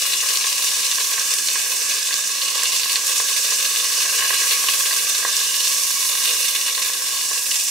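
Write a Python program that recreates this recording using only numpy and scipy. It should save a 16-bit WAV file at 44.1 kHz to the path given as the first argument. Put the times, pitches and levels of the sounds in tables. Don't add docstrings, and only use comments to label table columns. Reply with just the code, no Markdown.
import sys
import numpy as np
from scipy import signal
from scipy.fft import rfft, irfft, next_fast_len
from scipy.io import wavfile
from scipy.ndimage import uniform_filter1d, map_coordinates

SR = 44100
rng = np.random.default_rng(int(sys.argv[2]) if len(sys.argv) > 2 else 0)


def ratio(d):
    e = np.asarray(d, float) / 20
    return 10 ** e


def to_wav(s):
    ch = np.atleast_2d(s).T
    pcm = np.round(np.clip(ch, -1, 1) * 32767)
    wavfile.write(sys.argv[1], SR, pcm.astype(np.int16))


N = 339565

# (time [s], strength [dB], size [0 small - 1 large])
WATER_POCKETS = [(0.0742, -34, 0.65), (0.2326, -27.5, 0.81), (0.4431, -24, 0.53), (0.9825, -26, 0.67),
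                 (1.179, -21.5, 0.28), (1.556, -24, 0.54), (2.1082, -24, 0.33), (2.6297, -23, .2),
                 (2.8572, -30, 0.85), (2.9577, -25, .2), (3.1997, -24.5, .99), (3.5199, -24.5, 0.7),
                 (4.0519, -27, 0.74), (4.1923, -26, .05), (4.2101, -29, .05), (4.2229, -19.5, 0.56),
                 (4.3043, -19.5, 0.79), (4.3311, -25, 0.66), (4.4182, -25.5, .05), (6.8978, -28, .8),
                 (4.6399, -27.5, 0.91), (4.6851, -28, 0.87), (4.7797, -31, .4), (4.9102, -22, 0.4),
                 (5.2273, -24.5, .55), (5.249, -19, 0.93), (5.2621, -31, .75), (5.2773, -34.5, .95),
                 (6.7767, -28, 0.81), (7.3125, -29.5, 0.98)]
# (time [s], peak level [dB], pitch [Hz])
DROPLETS = [(0.2887, -7, 5550), (0.3721, -4, 5800), (0.4913, -8, 4770), (0.528, -6, 5240),
            (0.9118, -6, 6090), (0.9562, -7, 5760), (1.196, -4, 5700), (1.338, -5, 5630),
            (1.4736, -9, 5000), (1.9395, -7, 5700), (2.0293, -9, 5550), (2.141, -5.5, 5600),
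            (2.2742, -7, 6800), (2.502, -8, 6250), (2.634, -2.5, 7520), (2.9198, -6, 7420),
            (2.9302, -9, 6240), (3.1807, -8, 5730), (3.2823, -9, 5550), (3.5054, -5, 5760),
            (4.344, -6, 8360), (5.367, -2, 5880), (5.678, -4, 6100), (5.7228, -7, 6340), (5.8356, -6, 5920),
            (5.912, -11, 5550), (6.131, -14, 5940), (6.9341, -9.5, 5560), (7.4285, -16, 5800),
            (7.512, -5, 5600)]
# (time [s], peak level [dB], pitch [Hz])
BLISTERS = [(0.1336, -10, 4130), (0.2046, -11, 2870), (0.2858, -9, 4800), (0.3555, -7, 4250),
            (0.4246, -18, 4560), (0.4419, -11, 3550), (6.56, -11, 2860), (0.9145, -10.5, 3610),
            (0.9826, -13, 2920), (1.4855, -8, 4150), (1.5544, -18, 2980), (2.417, -9, 4360),
            (2.593, -11, 3630), (2.6209, -10, 4230), (2.6555, -9, 4290), (2.833, -7, 4490),
            (2.8956, -6.5, 2870), (2.957, -8.5, 4430), (3.3273, -11, 2900), (3.8005, -12, 3540),
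            (3.9384, -14, 4160), (4.2076, -13, 3000), (4.4713, -11, 2500), (4.509, -8.5, 3600),
            (4.6858, -6, 2850), (4.855, -12.5, 2540), (5.5428, -9, 4650), (6.2557, -13, 3550),
            (6.7506, -10.5, 4270), (7.5146, -11.5, 2980)]
# (time [s], left-right difference [dB], place [0 aside - 1 above])
CAMERA_SWING = [(0, 1, 0.53), (.6, -0.5, 0.49), (1.2, -2, 0.73), (1.9, -2, 0.86), (2.6, -2.1, 0.58),
                (3.4, -2, 0.71), (4.2, -1.5, 0.98), (4.9, -2.1, 0.77), (5.4, -2, 0.76), (6.2, -2.5, 0.43),
                (6.9, -1.8, 0.58), (7.7, -2, 0.56)]


def frying():
    # (frequency [Hz], level [dB])
    gurgle_spectrum = [(150, -8), (400, 0.5), (1700, -0.5), (2100, -3), (4000, -16.5), (16000, -73)]
    sizzle_spectrum = [(300, -72), (1500, -23), (2100, 0.5), (4600, 3.5), (5200, 6.5), (16000, -62)]
    fizz_spectrum = [(1000, -36), (4000, -14), (4900, -3.5), (5500, 2), (6200, 2), (6500, 0), (8500, -1.5),
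                     (10000, -10.5), (16000, -44)]
    hiss_spectrum = [(3000, -56), (8000, -10), (9500, 1), (11000, -2), (13000, -3), (14500, -7),
                     (15800, -8)]
    shared = surges(70, 0.0084)
    gurgle_surge = ratio(1.48 * shared + 0.77 * surges(55, 0.012))
    sizzle_surge = ratio(2.07 * shared + 0.76 * surges(90, 0.0031))
    fizz_surge = ratio(0.73 * shared + 1.08 * surges(60, 0.011))
    hiss_surge = ratio(0.86 * shared + 1.1 * surges(60, 0.011))
    gurgle = shaped(bursts(3.4, 0.5) * gurgle_surge, gurgle_spectrum)
    sizzle = shaped(bursts(2.0, 0.77) * sizzle_surge, sizzle_spectrum)
    fizz = shaped(bursts(1.9, 0.83) * fizz_surge, fizz_spectrum)
    hiss = shaped(bursts(3.4, 0.83) * hiss_surge, hiss_spectrum)
    layers = [covered(patchy(gurgle, 1.24)), covered(patchy(sizzle, 1.68)), patchy(fizz, 1.0), hiss]
    return sum(1.269 * unit(layer) * ratio(db) for layer, db in zip(layers, levels()))


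def bursts(spread_db, steam):
    size = rng.exponential(size=N)
    rare = rng.random(N) < .03
    pair = unit(scattered(rare * ratio(spread_db * np.minimum(size, 4.5))))
    bed = rng.standard_normal((2, N))
    return np.sqrt(1 - steam) * pair + np.sqrt(steam) * bed


def surges(rate, fade_s):
    settle_s = .3
    starts = (rng.random(N) < rate / SR) * rng.exponential(size=N)
    rush = uniform_filter1d(fading(starts, fade_s), size=45)
    return np.minimum(unit(rush - uniform_filter1d(rush, round(settle_s * SR))), 2.1)


def patchy(x, depth_db):
    z = signal.stft(x, nperseg=1024)[2]
    field = uniform_filter1d(rng.standard_normal(z.shape[1:]), size=5, axis=0)
    field = uniform_filter1d(field, size=25, axis=1)
    return signal.istft(z * ratio(depth_db * unit(field)), nperseg=1024)[1][:, :N]


def boil():
    # (time [s], strength [dB], large bubbles over small [dB], spray thrown to the rim [dB])
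    boil_course = [(0, -24.5, 0.5, 0.5), (.45, -24.1, .4, -0.5), (.9, -23, -0.5, -2.5),
                   (1.35, -24.5, -1, -1.5), (1.8, -24, 0, -1), (2.25, -25, 0, -4), (2.7, -24.5, 0.5, -1),
                   (3.15, -23.5, -0.5, -1.5), (3.6, -23.5, 0.5, -.6), (4.0, -23.5, 1, -0.5),
                   (4.35, -23, 0.9, -0.5), (4.75, -23, 1, 1.5), (5.25, -24.5, 0.5, -1), (5.65, -23, -.5, 0),
                   (6.0, -24, -1.5, 1), (6.3, -23.5, 0.5, 2), (6.9, -26, 0, 0), (7.7, -23.5, -2.5, -2)]
    return [c - c.mean() for c in curves(boil_course)]


def levels():
    strength_db, large_db, spray_db = boil()
    cracked_db = churn(BLISTERS, 2.5, 0.023)
    spat_db = churn(DROPLETS, 1, 0.015)
    popped_db = churn(WATER_POCKETS, 2.5, 0.049)
    gurgle_db = -36.68 + 0.55 * strength_db + large_db + popped_db + 0.69 * cracked_db
    sizzle_db = -28.8 + 1.03 * strength_db + 1.3 * large_db + cracked_db + .5 * popped_db
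    fizz_db = -24.8 + strength_db + spat_db + .4 * cracked_db
    hiss_db = -28.6 + strength_db + spray_db + .7 * spat_db
    return [db + 0.5 * wobble(7) for db in (gurgle_db, sizzle_db, fizz_db, hiss_db)]


def churn(events, swell_db, fade_s):
    s, db = np.transpose(events)[:2]
    kicks = np.bincount(np.round(s * SR).astype(int), ratio(db - db.max()), N)
    return swell_db * uniform_filter1d(fading(kicks, fade_s), size=220)


def lid(hz):
    # (frequency [Hz], width [Hz], level heard from aside [dB], level heard from above [dB])
    air_modes = [(394.6, 23, -11, -9), (444.5, 28, -8, -5.5), (491, 33, -1, -6), (550, 51, -3.5, -10),
                 (606, 21, -9, -9.5), (654, 65, -12, -11), (1060, 126, 3.5, -2), (1112, 67, 3, 4.5),
                 (1211, 130, -8.5, -5), (1619, 117, -12, 5), (1698, 70, -9, 5.5), (1927, 75, 2, -3),
                 (2260, 46, -1.5, -2.5), (2566, 167, -1.5, 2.5), (2733, 28, 7, 4.5), (2860, 174, 7, -1),
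                 (2980, 76, -20, 3), (3484, 260, 0.5, -2.5), (3610, 80, 6, 2), (3920, 220, 0.5, -2.5),
                 (4150, 210, -1, -1.5), (4360, 260, 1, -0.5), (4720, 190, 1, -2)]
    # (frequency [Hz], level [dB])
    lid_leak = [(150, -40), (300, -22.5), (800, -15.5), (1400, -14.5), (2100, -6), (3200, -7),
                (5000, -14.5)]
    power = ratio(along(lid_leak, hz)) ** 2
    for mode_hz, width_hz, aside_db, above_db in air_modes:
        response = 1 / (1 + ((hz - mode_hz) / (width_hz / 2)) ** 2) ** 2
        power = power + ratio([[[aside_db]], [[above_db]]]) ** 2 * response
    return np.sqrt(power)


def covered(x):
    height = curves(CAMERA_SWING)[1]
    aside, above = coloured(x, lid)
    return (1 - height) * aside + height * above


def pockets():
    per_s, usual_db, growth = 4.2, -36, 1.9
    when, loud, size = rng.random((round(per_s * N / SR), 3)).T
    strength_db, large_db, _ = boil()
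    coarse_db = (strength_db + large_db)[(when * N).astype(int)]
    lesser_db = usual_db + growth * coarse_db + 4 * (loud - .5)
    lesser = np.transpose([when * (N - 1) / SR, lesser_db, 0.62 * size])
    return np.vstack([WATER_POCKETS, lesser]).T


def pops():
    # (from [Hz], to [Hz], response [dB], loss for the smallest pocket [dB])
    mode_groups = [(181, 800, .5, 31), (850, 1590, 6, 8.5), (1425, 1840, 7.5, 1.6)]
    s, strength_db, size = pockets()
    at = np.round(s * SR).astype(int)
    t = np.arange(SR // 40) / SR
    out = 0
    for low_hz, high_hz, response_db, small_loss_db in mode_groups:
        blow = ratio(strength_db + response_db - small_loss_db * (1 - size))
        blows = np.zeros((2, N))
        blows[:, at] = blow * rng.normal([[1], [0]], [[0], [.6]], (2, len(s)))
        puff = ratio(-27.5 - 60 * t / 0.037) * rng.standard_normal(len(t))
        push = np.pad((t == 0) + puff, (0, SR // 8))

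        def group_gain(f):
            return lid(f).mean(0)[0] ** 1.2 * above(f, low_hz, 8) * below(f, high_hz, 8)

        ring = coloured(push, group_gain)
        out = out + signal.fftconvolve(blows, ring[None] / np.abs(ring).max(), axes=1)[:, :N]
    return 0.98 * out


def spits():
    drops = coloured(snaps(DROPLETS, .005, .03, 3.5), lambda f: above(f, 2500))
    cracks = coloured(snaps(BLISTERS, 0.0057, 0.044, 2.4), lambda f: above(f, 1500))
    return ratio(4) * covered(cracks) + ratio(-3) * drops


def snaps(events, ring_s, hush_s, spray_db):
    out, t = np.zeros((2, N + SR)), np.arange(SR // 20) / SR
    for s, db, hz in events:
        tone = np.sin(2 * np.pi * hz * t)
        snap = ratio(-60 * t / ring_s) * rng.normal([[1], [0]], [[0], [.5]])
        noise = uniform_filter1d(rng.standard_normal((2, len(t))), size=7)
        spray = ratio(spray_db - 60 * t / hush_s) * noise
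        out[:, round(s * SR):][:, :len(t)] += ratio(db) * (snap + spray) * tone
    return out[:, :N]


def ticks():
    struck = (rng.random(N) < 180 / SR) * ratio(2.2 * np.minimum(rng.exponential(size=N), 3.5))
    cycles = coloured(scattered(struck), lambda f: above(f, 4200) * below(f, 12500))
    return ratio(boil()[0] - 7.5) * cycles


def flashes():
    # (time [s], peak level [dB])
    steam_flashes = [(0.2713, -12), (0.3716, -12), (0.5033, -11), (0.624, -18), (0.6539, -6), (1.071, -9),
                     (1.2565, -14), (1.3374, -12), (1.4735, -9), (1.9674, -13), (2.2613, -20),
                     (2.5541, -11), (2.6334, -9), (2.9198, -8), (3.0694, 0), (3.2475, -19), (3.2804, -12),
                     (4.0312, -16), (4.2787, -10), (4.808, -9), (5.0484, -8), (5.2854, -8), (5.3667, -10),
                     (5.7214, -14), (5.9958, -10.5), (6.0377, -10), (6.2018, -11), (7.4285, -7)]
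    s, db = np.transpose(steam_flashes)
    struck, t = np.zeros((2, N)), np.arange(SR // 40) / SR
    strength = ratio(db + 4)
    struck[:, np.round(s * SR).astype(int)] = strength * rng.normal([[1], [0]], [[0], [.5]], (2, len(s)))
    puff = (t == 0) + ratio(-12 - 60 * t / .02) * rng.standard_normal((2, len(t)))
    train = signal.fftconvolve(struck, puff, axes=1)[:, :N]
    return coloured(train, lambda f: above(f, 3000) * below(f, 13000))


def kitchen():
    # (frequency [Hz], density [dB per Hz])
    room_spectrum = [(12, -69), (20, -37), (49, -34), (91, -12.5), (151, -16), (213, -3.5), (332, -4.5),
                     (380, -9), (490, -23), (840, -120)]
    # (frequency [Hz], rms level [dB])
    hum_tones = [(100, -74.5), (118, -75.5)]
    t = np.arange(N) / SR
    hum = 0
    for hz, db in hum_tones:
        phase = 2 * np.pi * hz * t + .6 * wobble(3.5)
        hum = hum + ratio(db + 3.0 + 2.5 * wobble(6)) * np.sin(phase)
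    air = unit(shaped(rng.standard_normal((2, N)), room_spectrum))
    return ratio(-58.5) * air + hum * [[1], [0]]


def ports(pair):
    # (frequency [Hz], left-right likeness [0-1])
    likeness = [(60, 1), (130, 0.99), (290, 0.9), (640, 0.84), (1410, 0.75), (3100, 0.49), (6820, 0.51),
                (15000, 0.14)]

    def angle(f):
        return np.arccos(along(likeness, f)) / 2

    mid = coloured(pair[0], lambda f: np.cos(angle(f)))
    side = coloured(pair[1], lambda f: np.sin(angle(f)))
    return np.array([mid + side, mid - side])


def scattered(struck):
    place = rng.standard_normal((2, N))
    return struck * [np.sign(place[0]), place[1]]


def fading(kicks, fade_s):
    return signal.lfilter([1], [1, -np.exp(-1 / (fade_s * SR))], kicks)


def unit(x):
    return x / np.sqrt(np.mean(x ** 2) + 1e-20)


def along(points, hz):
    f, v = np.transpose(points)
    return np.interp(np.log(hz + 1), np.log(f + 1), v)


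def curves(rows):
    s, *cols = np.transpose(rows)
    return [np.interp(np.arange(N) / SR, s, c) for c in cols]


def wobble(rate):
    return map_coordinates(rng.standard_normal(2000), [np.arange(N) * rate / SR])


def above(f, corner_hz, order=4):
    return 1 / (1 + (corner_hz / (f + 1)) ** order)


def below(f, corner_hz, order=4):
    return 1 / (1 + (f / corner_hz) ** order)


def coloured(x, gain):
    m = 2 ** 14
    ceps = irfft(np.log(gain(np.fft.rfftfreq(m, 1 / SR)) + 1e-6), m)
    ceps[..., 1:m // 2] *= 2
    ceps[..., m // 2 + 1:] = 0
    response = irfft(np.exp(rfft(ceps)), m)
    size = next_fast_len(x.shape[-1] + m)
    return irfft(rfft(x, size) * rfft(response, size), size)[..., :x.shape[-1]]


def shaped(x, spectrum):
    return coloured(x, lambda f: ratio(along(spectrum, f)))


def scene():
    lean_db = curves(CAMERA_SWING)[0]
    stove = ports(frying() + pops() + spits() + ticks() + flashes())
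    return stove * ratio(np.array([lean_db, -lean_db]) / 2) + ports(kitchen())


def top_cut(x):
    return signal.sosfilt(signal.butter(12, 17020, fs=SR, output="sos"), x)


def record(dry):
    held = dry / (1 + np.abs(dry / .8) ** 4) ** (1 / 4)
    bass_hz, top_hz = 45, 15750
    hz = np.fft.rfftfreq(N, 1 / SR)
    passed = (hz < top_hz) * hz ** 2 / (hz ** 2 + bass_hz ** 2)
    return top_cut(irfft(rfft(held) * passed, N))


dry = scene()
out = record(dry)
to_wav(out)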